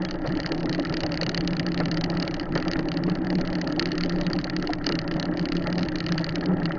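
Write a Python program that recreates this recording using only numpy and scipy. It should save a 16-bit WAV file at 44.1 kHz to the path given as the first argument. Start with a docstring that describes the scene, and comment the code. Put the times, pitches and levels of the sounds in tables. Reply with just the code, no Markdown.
"""Rough dirt road, heard from the saddle of a small single-cylinder motorcycle.
Wind flutters, tyres rumble through the panels, bumps knock the bodywork.
A loose plastic part ticks about once per crank turn, harder when the road throws it.
The four-stroke engine whirrs in the crankcase, booms in the frame and drones in the silencer."""
import sys
import numpy as np
from scipy import signal
from scipy.io import wavfile
from scipy.ndimage import uniform_filter1d

SR = 44100
rng = np.random.default_rng(int(sys.argv[2]) if len(sys.argv) > 2 else 0)


def materialize(psi):
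    """Save the field psi as 16-bit PCM at rate SR to the path in sys.argv[1].

    A 1-D psi becomes a single channel; in a 2-D psi each row is a channel.
    """
    bounded = np.clip(np.atleast_2d(psi).T, -1, 1)
    quanta = np.round(bounded * 32767).astype(np.int16)
    wavfile.write(sys.argv[1], SR, quanta)


N = 298998
TIME_S = np.arange(N) / SR
DRONE_ORDER = 10  # drone cycles per firing
LIGHT_TICK_DB = -43

# Wind and rolling noise: f/Hz, relative density/dB
AIR_SPECTRUM = [(12, -15), (19, 20.5), (30, 1.5), (65, 7), (88, -1), (128, 8.5), (155, 16.5), (210, -11.5),
                (450, -5.5), (900, -15.5), (2000, -22.5)]
# Rumble from road roughness: t/s, level/dB
RUMBLE_LEVEL = [(0, -40), (0.7, -38), (0.85, -43), (1.0, -36.5), (1.3, -39.5), (1.6, -39.5), (1.75, -42.5),
                (2.15, -36.5), (2.45, -41), (2.7, -37.5), (3.2, -41), (3.35, -37.5), (3.7, -37.5),
                (3.98, -43), (4.15, -36), (4.45, -40.5), (4.75, -43), (5.0, -40), (5.3, -36.5),
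                (5.52, -44.5), (5.7, -34), (5.85, -39), (6.02, -45.5), (6.15, -37.5), (6.3, -40.5),
                (6.5, -37.5), (6.78, -38.5)]
# Bumps: t/s, thud peak/dB, ring f/Hz, length/s, clack re thud/dB
BUMPS = [(0.244, -22.5, 560, 0.027, -6.5), (0.517, -19, 333, 0.012, -19), (0.788, -19.5, 532, 0.0062, -15),
         (1.034, -22.5, 510, 0.029, -12), (1.222, -22, 458, 0.015, -12), (1.799, -18.5, 500, 0.025, -5.5),
         (2.553, -18, 467, 0.024, -0.5), (2.657, -27.5, 542.3, 0.034, -11), (2.757, -37, 440, 0.0069, 15.5),
         (2.79, -23, 332, 0.01, -4), (3.079, -23, 313.6, 0.015, -4.5), (3.317, -29, 766, 0.02, -17),
         (3.81, -33, 740, 0.012, 5.5), (4.691, -21, 720, 0.0081, -28), (4.886, -21, 384.2, 0.032, -18),
         (6.491, -21.5, 321, 0.034, -11.5)]
# Panel damping, lower for a clean landing: clack re thud/dB, ring width/Hz
PANEL_DAMPING = [(-24, 75), (-10, 150)]

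# Machine resonances: f/Hz, width/Hz, gain/dB
PANEL_MODES = [(425, 22, 5), (568.5, 45, 10.5), (620, 100, 2), (749, 110, 1.5), (825, 44, -14)]
FAIRING_MODES = [(870, 210, -11), (1190, 550, -11), (1335, 43, -0.5), (1850, 480, -12.5)]
CRANKCASE_MODES = [(1347, 82, 6.6), (1674, 270, 1), (1865, 140, 2.7)]
FRAME_MODES = [(249, 22, -2.5), (312.1, 82.5, 8.5), (328.5, 75, 0)]
# Resonances of the loose part and its seat: f/Hz, width/Hz, gain/dB
HOLLOW_MODES = [(1405, 140, -2), (1857, 350, 5), (2297, 430, -7.5), (2880, 403, 3.5)]
EDGE_MODES = [(4385, 830, 1), (4620, 380, -6.5), (5230, 230, -18.5)]
UPPER_EDGE_MODES = [(5860, 240, -9.5), (6440, 1300, -5.5)]
SEAT_MODES = [(2360, 640, -1), (2710, 750, -6.5), (3320, 210, -9.5), (3750, 320, -13), (4300, 450, -10),
              (5950, 730, -18)]
# Dips in the tick spectrum: f/Hz, width/Hz, gain/dB
TICK_NOTCHES = [(3340, 990, -5.5), (5660, 620, -4)]

# Part thrown by the road: t/s, snap level/dB, hollow level/dB
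HARD_TICKS = [(0.049, -33.5, -33.5), (0.109, -34.5, -36), (0.4, -33.5, -33), (0.4608, -30, -31),
              (0.5191, -31.5, -31.0), (0.6567, -40.5, -38), (0.6935, -33, -33.5), (0.727, -33.0, -35),
              (0.7471, -35.5, -34.5), (0.7962, -37, -35), (0.8496, -36.5, -36.5), (0.8954, -39, -39),
              (0.9397, -31.5, -33.5), (0.9685, -33, -33), (1.0043, -32.5, -35), (1.0333, -34.5, -32),
              (1.063, -32.5, -37.5), (1.1188, -34.0, -35), (1.141, -36, -35.5), (1.1734, -31.5, -32.5),
              (1.212, -27.0, -30.5), (1.231, -29, -33.0), (1.2639, -33.5, -31), (1.292, -29.5, -31),
              (1.345, -28, -30.0), (1.375, -27.5, -30), (1.4072, -33.5, -34), (1.4746, -29.5, -32.0),
              (1.5316, -39, -35), (1.5664, -35.5, -35.5), (1.595, -31.0, -28.5), (1.6642, -32, -36.5),
              (1.7433, -37, -34.5), (1.7756, -37, -33.0), (1.8011, -34.5, -33.5), (1.8558, -33.5, -32),
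              (1.9131, -31, -33), (1.9423, -37, -38), (1.9714, -33, -32), (2.0102, -35, -36.5),
              (2.0401, -28.5, -31.5), (2.0994, -34, -36.5), (2.171, -38, -35.5), (2.1988, -32.0, -39),
              (2.2249, -30, -33.0), (2.2769, -33.5, -33.5), (2.3408, -36, -34.5), (2.3963, -34.5, -34),
              (2.5522, -35, -33), (2.5754, -32.5, -32), (2.624, -37, -33.5), (2.6803, -34.5, -34.0),
              (2.713, -32.5, -34), (2.733, -32, -32), (2.7909, -38.5, -34.5), (2.8854, -36.5, -37.5),
              (2.9165, -36, -33), (2.9705, -34.5, -35.5), (3.036, -36.5, -36.5), (3.0967, -37.5, -38.5),
              (3.3017, -35, -33.5), (3.3524, -36.0, -38), (3.4107, -35.0, -36.0), (3.4737, -39, -37.5),
              (3.552, -36.0, -36), (3.613, -34, -32), (3.6733, -34.5, -35.0), (3.7227, -37.5, -38),
              (3.7942, -22, -25), (3.8244, -33.5, -31.5), (3.8562, -30.5, -31), (3.917, -32.5, -33),
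              (3.9791, -32.5, -32.5), (4.008, -33.5, -32.5), (4.0347, -29.5, -32), (4.0945, -32.5, -35.5),
              (4.211, -35.5, -35), (4.2653, -34, -32.5), (4.3313, -28, -33.5), (4.3875, -34, -33),
              (4.442, -30.5, -36), (4.4974, -34.5, -33.5), (4.5639, -31, -32.5), (4.624, -37, -35.0),
              (4.6719, -32.5, -34), (4.733, -30.5, -30.5), (4.8653, -23.5, -29.5), (4.8897, -30.5, -31),
              (4.9215, -31.5, -31.0), (4.9527, -36, -34.5), (4.9888, -29.5, -32), (5.0767, -37.5, -38),
              (5.1118, -38.0, -33.0), (5.1972, -31, -35), (5.2265, -34, -32.5), (5.2535, -38, -38),
              (5.3938, -35, -34.5), (5.4541, -33.5, -34), (5.4863, -39.5, -38.5), (5.52, -33.0, -32.0),
              (5.5668, -37, -35.5), (5.67, -36, -31.5), (5.7264, -35.5, -34.5), (5.7803, -33, -34),
              (5.8296, -35.5, -33.5), (5.885, -36.5, -34.0), (5.956, -34.0, -34.5), (5.984, -38, -41),
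              (6.003, -33, -32), (6.0632, -33, -32.5), (6.0896, -42, -34.5), (6.1207, -31, -30.5),
              (6.1788, -29, -29), (6.2421, -29, -36.5), (6.2908, -35.5, -33.5), (6.3557, -32.5, -33.0),
              (6.4578, -36.5, -39), (6.655, -33, -32), (6.7193, -46, -36)]
# Part resting on its seat: t/s, length/s
RESTS = [(0.139, 0.11), (2.432, 0.071), (2.986, 0.028), (3.184, 0.058), (4.746, 0.092), (5.02, 0.076),
         (5.264, 0.066), (6.47, 0.11)]
# Part sliding on its seat: t/s, length/s, level/dB, f/Hz, width/Hz
SLIDES = [(0.07, 0.018, -53, 3270, 60), (0.264, 0.011, -41.5, 4240, 900), (0.603, 0.017, -46, 4520, 900),
          (3.33, 0.04, -63, 5900, 700), (4.246, 0.027, -51, 3814, 900), (5.756, 0.023, -55, 4311, 700)]

# Frame boom: t/s, level/dB
FRAME_LEVEL = [(0.0, -33.5), (0.32, -34), (0.38, -26.5), (0.45, -35), (0.49, -28.5), (0.98, -30),
               (1.05, -25.5), (1.09, -34.5), (1.38, -32), (4.36, -30), (4.49, -36.5), (4.55, -30),
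               (4.66, -33), (4.68, -27), (4.79, -34), (4.97, -27.5), (5.0, -36.5), (5.27, -28.5),
               (6.06, -31.5), (6.21, -29.5), (6.29, -41), (6.34, -29.5), (6.78, -31)]
# Exhaust drone, tied to engine speed: t/s, f/Hz
EXHAUST_PITCH = [(0.0, 182.3), (0.34, 181.9), (0.51, 157.5), (0.68, 176.4), (0.87, 178), (1.05, 161),
                 (1.62, 177.4), (2.06, 163.6), (2.11, 177.1), (2.98, 168.1), (3.02, 180.1), (3.49, 179),
                 (3.78, 163), (3.85, 173.3), (4.63, 178.9), (5.17, 159.4), (5.27, 175.3), (5.91, 175.4),
                 (6.27, 161.6), (6.55, 184.3), (6.69, 165), (6.78, 181)]
# Exhaust drone: t/s, level/dB
EXHAUST_LEVEL = [(0.0, -30), (0.23, -44), (0.32, -25.5), (0.38, -36), (0.79, -31.5), (0.83, -42),
                 (0.89, -34), (1.23, -35), (1.26, -28.5), (1.32, -39), (1.34, -29), (2.23, -30.5),
                 (2.28, -39), (2.32, -30.5), (2.45, -57), (2.51, -28), (2.64, -37), (2.68, -28),
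                 (2.76, -51), (2.79, -26.5), (2.85, -44), (2.91, -30), (3.13, -28.5), (3.19, -37),
                 (3.38, -20.5), (3.44, -35), (3.53, -27.5), (3.91, -35.5), (4.27, -24.5), (4.32, -37),
                 (4.38, -25.5), (4.46, -48), (4.59, -20.5), (4.63, -40), (4.74, -45), (4.78, -29),
                 (4.83, -53), (4.89, -33), (5.3, -31), (5.38, -40), (5.42, -20), (5.48, -54), (5.53, -30),
                 (5.83, -27.5), (5.89, -37), (6.04, -37), (6.1, -28), (6.46, -36.5), (6.5, -21.5),
                 (6.53, -19.5), (6.57, -34), (6.61, -25), (6.78, -36)]


def from_db(db):
    """Decibels to gain."""
    return 10 ** (np.asarray(db) / 20)


def unit_rms(x):
    """Scale to rms 1."""
    return x / np.sqrt(np.mean(x ** 2) + 1e-20)


def curve(rows):
    """Breakpoints interpolated per sample."""
    return np.interp(TIME_S, *np.transpose(rows))


def hump(at_s, length_s):
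    """Gaussian swell, peak 1."""
    return np.exp(-(2 * (TIME_S - at_s) / length_s) ** 2)


def drift(rate_hz):
    """Slow random wander, rms 1."""
    hop, settle = 40, 2000
    pole = np.exp(-2 * np.pi * rate_hz * hop / SR)
    white = rng.standard_normal(N // hop + settle + 2)
    slow = signal.lfilter([1], [1, -2 * pole, pole * pole], white)[settle:]
    return np.interp(np.arange(N) / hop, np.arange(len(slow)), unit_rms(slow))


def resonate(x, hz, width_hz):
    """Two-pole resonance, peak gain 1."""
    radius = np.exp(-np.pi * width_hz / SR)
    feedback = [1, -2 * radius * np.cos(2 * np.pi * hz / SR), radius ** 2]
    return signal.lfilter(np.array([1, 0, -1]) * (1 - radius ** 2) / 2, feedback, x + 1e-18)


def resonate_twice(x, hz, width_hz):
    """Resonance with steeper skirts."""
    return resonate(resonate(x, hz, width_hz), hz, width_hz)


def ring_modes(x, modes, scatter_db=0):
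    """Parallel resonances, optional random gain per mode."""
    return sum(from_db(db + scatter_db * rng.standard_normal()) * resonate(x, hz, width_hz)
               for hz, width_hz, db in modes)


def band(x, low_hz, high_hz):
    """Butterworth band-pass."""
    return signal.sosfilt(signal.butter(2, [low_hz, high_hz], "band", fs=SR, output="sos"), x)


def steady(x, window_s):
    """Hold the running rms at 1."""
    size = max(int(window_s * SR / 2), 1)
    return x / np.sqrt(uniform_filter1d(uniform_filter1d(x ** 2, size), size) + 1e-20)


def add(out, at_s, sound):
    """Mix a sound in at a time."""
    start = int(np.clip(at_s * SR, 0, N - 1))
    out[start:start + len(sound)] += sound[:N - start]


def puffs(cycles, decay):
    """Turbulent noise, one decaying burst per cycle."""
    return unit_rms(rng.standard_normal(N) * np.exp(-decay * (cycles % 1)))


def air(level_db, flutter_db):
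    """Wind and rolling noise: half-octave bands fluttering separately."""
    out, edges_hz = 0, 12 * 2 ** np.arange(0, 8, .5)
    white = rng.standard_normal((2, N))
    hz, db = np.transpose(AIR_SPECTRUM)
    for k, (low_hz, high_hz) in enumerate(zip(edges_hz, edges_hz[1:])):
        band_db = np.interp(np.log(low_hz * high_hz) / 2, np.log(hz), db)
        out += band(white[k % 2], low_hz, high_hz) * from_db(band_db + flutter_db * drift(18))
    return from_db(level_db) * unit_rms(out)


def tyres():
    """Lumps of dirt shake the panels through the wheels."""
    lumps = rng.standard_normal(N) * from_db(3.3 * drift(27))
    rumble = band(ring_modes(lumps, PANEL_MODES), 380, 998)
    return from_db(curve(RUMBLE_LEVEL) + 0.5) * steady(rumble, window_s=0.19)


def knocks(size=4000):
    """Each bump sets off a flurry of contacts: dull panel thud, hollow fairing clack."""
    out, t = np.zeros(N), np.arange(size) / SR
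    for at_s, db, hz, length_s, clack_db in BUMPS:
        flurry = rng.standard_normal((2, size)) * np.exp(-(t / length_s) ** 4)
        width_hz = np.interp(clack_db, *np.transpose(PANEL_DAMPING))
        thud = band(resonate(flurry[0], hz, width_hz), 220, 1000)
        clack = band(ring_modes(flurry[1], FAIRING_MODES), 700, 1900)
        knock = thud / np.abs(thud).max() + from_db(clack_db) * clack / np.abs(clack).max()
        add(out, at_s, from_db(db) * knock)
    return out


def shaking_db(follow=.4, rest_db=-14):
    """Relative force on the loose part: tracks the hard ticks, drops at rest."""
    at_s, snap_db, _ = np.transpose(HARD_TICKS)
    swing_db = np.interp(TIME_S, at_s, snap_db - snap_db.mean())
    resting = sum((TIME_S > start_s) & (TIME_S < start_s + length_s) for start_s, length_s in RESTS)
    return follow * swing_db + rest_db * resting


def graze(force_db, level_db):
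    """The part rubs its seat into a faint ring that follows the force."""
    rubbing = rng.standard_normal(N) * from_db(3.5 * drift(70))
    hiss = sum(from_db(db + 1.9 * drift(13)) * unit_rms(resonate_twice(rubbing, hz, width_hz))
               for hz, width_hz, db in SEAT_MODES)
    return hiss * from_db(level_db + force_db)


def scrapes():
    """The part slides on its seat: short rasps and rings."""
    rubbing = rng.standard_normal(N) * from_db(3 * drift(200))
    return sum(from_db(db) * hump(at_s, length_s) * unit_rms(resonate_twice(rubbing, hz, width_hz))
               for at_s, length_s, db, hz, width_hz in SLIDES)


def tick(snap_db, hollow_db, grit_s, grit, bounce_db, size=700):
    """Dry plastic snap: the edge catches three times and rebounds, the hollow body buzzes on."""
    t = np.arange(size) / SR
    catches = np.zeros(size)
    catch_s = np.array([rng.uniform(0, .0006), .0009, rng.uniform(.0012, .0016)])
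    catches[(catch_s * SR).astype(int)] = rng.choice([-1, 1], 3) * [.3, 1, .3]
    lag = int(rng.uniform(.001, .005) * SR)
    rebound = from_db(bounce_db + 4 * rng.standard_normal()) * np.pad(catches, (lag, 0))[:size]
    friction = rng.standard_normal((2, size)) * (t > .0007)
    grit_env = grit * (np.exp(-t / grit_s) + from_db(-24) * np.exp(-t / .005))
    buzz_env = .28 * np.exp(-t / .0033)
    contact = catches + rebound + friction * [grit_env, buzz_env]
    for hz, width_hz, db in TICK_NOTCHES:
        contact -= (1 - from_db(db)) * resonate(contact, hz, width_hz)
    detune = [1 + .008 * rng.standard_normal(), 1, 1]  # each tick lands on a different spot
    edge = ring_modes(contact[0], np.multiply(EDGE_MODES + UPPER_EDGE_MODES, detune), scatter_db=1)
    hollow = ring_modes(contact[1], np.multiply(HOLLOW_MODES, detune), scatter_db=1)
    parts = band(edge, 3900, 5450), band(hollow, 1100, 3200)
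    edge, hollow = [x / np.sqrt(np.sum(x ** 2) / (.006 * SR)) for x in parts]  # energy of 6 ms at rms 1
    return from_db(snap_db + 0.5) * edge + from_db(hollow_db + 1.5) * hollow


def light_ticks(turns, force_db, off_turn_db=-4, spread_db=4, jitter_s=.0035):
    """One tick per crank turn between hard ticks, every second one weaker: t/s, snap/dB, hollow/dB."""
    marks_s = [0, *np.array(HARD_TICKS)[:, 0], TIME_S[-1]]
    gap_turns = np.round(np.diff(np.interp(marks_s, TIME_S, turns))).astype(int)
    at_s, off_turn = np.transpose([(start_s + (end_s - start_s) * k / count, k % 2)
                                   for start_s, end_s, count in zip(marks_s, marks_s[1:], gap_turns)
                                   for k in range(1, count)])
    jitter, spread = rng.standard_normal((len(at_s), 2)).T
    snap_db = LIGHT_TICK_DB + np.interp(at_s, TIME_S, force_db)
    snap_db += off_turn_db * off_turn + spread_db * np.minimum(spread, 1)
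    hollow_db = -13.5 + 0.62 * snap_db
    return np.transpose([at_s + jitter_s * jitter, snap_db, hollow_db])


def rattle(turns, force_db, fall_back_chance=.45, chatter_per_s=13):
    """The part ticks hard and light, often falls back, brushes its seat before hard ticks, chatters."""
    out, light = np.zeros(N), light_ticks(turns, force_db)
    for at_s, snap_db, hollow_db in HARD_TICKS:
        add(out, at_s, tick(snap_db, hollow_db, grit_s=.002, grit=.085, bounce_db=-18))
    for at_s, snap_db, hollow_db in light:
        add(out, at_s, tick(snap_db, hollow_db, grit_s=.0025, grit=.11, bounce_db=-11.5))
    fall_backs = [(at_s + rng.uniform(.006, .024), db - 17)
                  for at_s, db, _ in [*HARD_TICKS, *light] if rng.random() < fall_back_chance]
    brushes = [(at_s - rng.uniform(.001, .003), db - 21) for at_s, db, _ in HARD_TICKS]
    chatter = [(TIME_S[i], LIGHT_TICK_DB + force_db[i] - 12)
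               for i in rng.integers(0, N, int(chatter_per_s * N / SR))]
    for at_s, db in fall_backs + brushes + chatter:
        db += 4 * rng.standard_normal()
        add(out, at_s, tick(db, db + 2, grit_s=.0005, grit=.14, bounce_db=-12))
    return out


def crankcase(turns):
    """Valve gear and piston whirr in the crankcase."""
    whirr = ring_modes(puffs(turns, decay=0.94), CRANKCASE_MODES)
    whirr = band(band(whirr, 1100, 2000), 1100, 2000)
    return from_db(-47.5 + 5.32 * drift(69)) * unit_rms(whirr)


def frame(turns):
    """Each crank turn shakes the frame; close modes boom, louder on bumps."""
    shake = puffs(turns, decay=1.0)
    boom = sum(from_db(db) * resonate_twice(shake, hz, width_hz) * (-1) ** k
               for k, (hz, width_hz, db) in enumerate(FRAME_MODES))
    bump_gain = sum(from_db(db - 21) * hump(at_s, length_s=0.058) for at_s, db, *_ in BUMPS)
    level_db = curve(FRAME_LEVEL) - 0.22 + 3 * np.tanh(drift(8.6))
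    return (from_db(level_db) + bump_gain) * steady(boom, window_s=0.16)


def exhaust(firings):
    """The silencer picks one order of the firing rate; uneven puffs roughen it, the fundamental throbs."""
    tone = np.sqrt(2) * np.sin(2 * np.pi * DRONE_ORDER * firings) * from_db(1.5 * drift(18))
    gas = puffs(firings, decay=2.9)
    rough = unit_rms(resonate(resonate(gas, 161.2, 24), 176.5, 22))
    level_db = curve(EXHAUST_LEVEL) - 0.23 + 2 * np.tanh(drift(6.8))
    drone = from_db(level_db) * steady(tone + from_db(-5.5) * rough, window_s=0.13)
    throb = from_db(-40.5) * np.sin(2 * np.pi * firings)
    return drone + throb


def scene():
    """Engine speed paces engine and rattle; the ride adds rumble, knocks and wind. Mono."""
    firings = np.cumsum(curve(EXHAUST_PITCH) / DRONE_ORDER) / SR
    turns = 2 * firings  # four-stroke
    engine = exhaust(firings) + frame(turns) + crankcase(turns)
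    force_db = shaking_db()
    loose_part = rattle(turns, force_db) + graze(force_db, level_db=-63.5) + scrapes()
    return (engine + loose_part + tyres() + knocks() + air(level_db=-34, flutter_db=3.5))[None]


def record(dry, rolloff_hz=6600, stop_hz=7600):
    """Treble roll-off, then a steep cut."""
    soft = signal.sosfilt(signal.butter(12, rolloff_hz, fs=SR, output="sos"), dry)
    return signal.sosfilt(signal.cheby2(14, 45, stop_hz, fs=SR, output="sos"), soft)


dry = scene()
out = record(dry)
materialize(out)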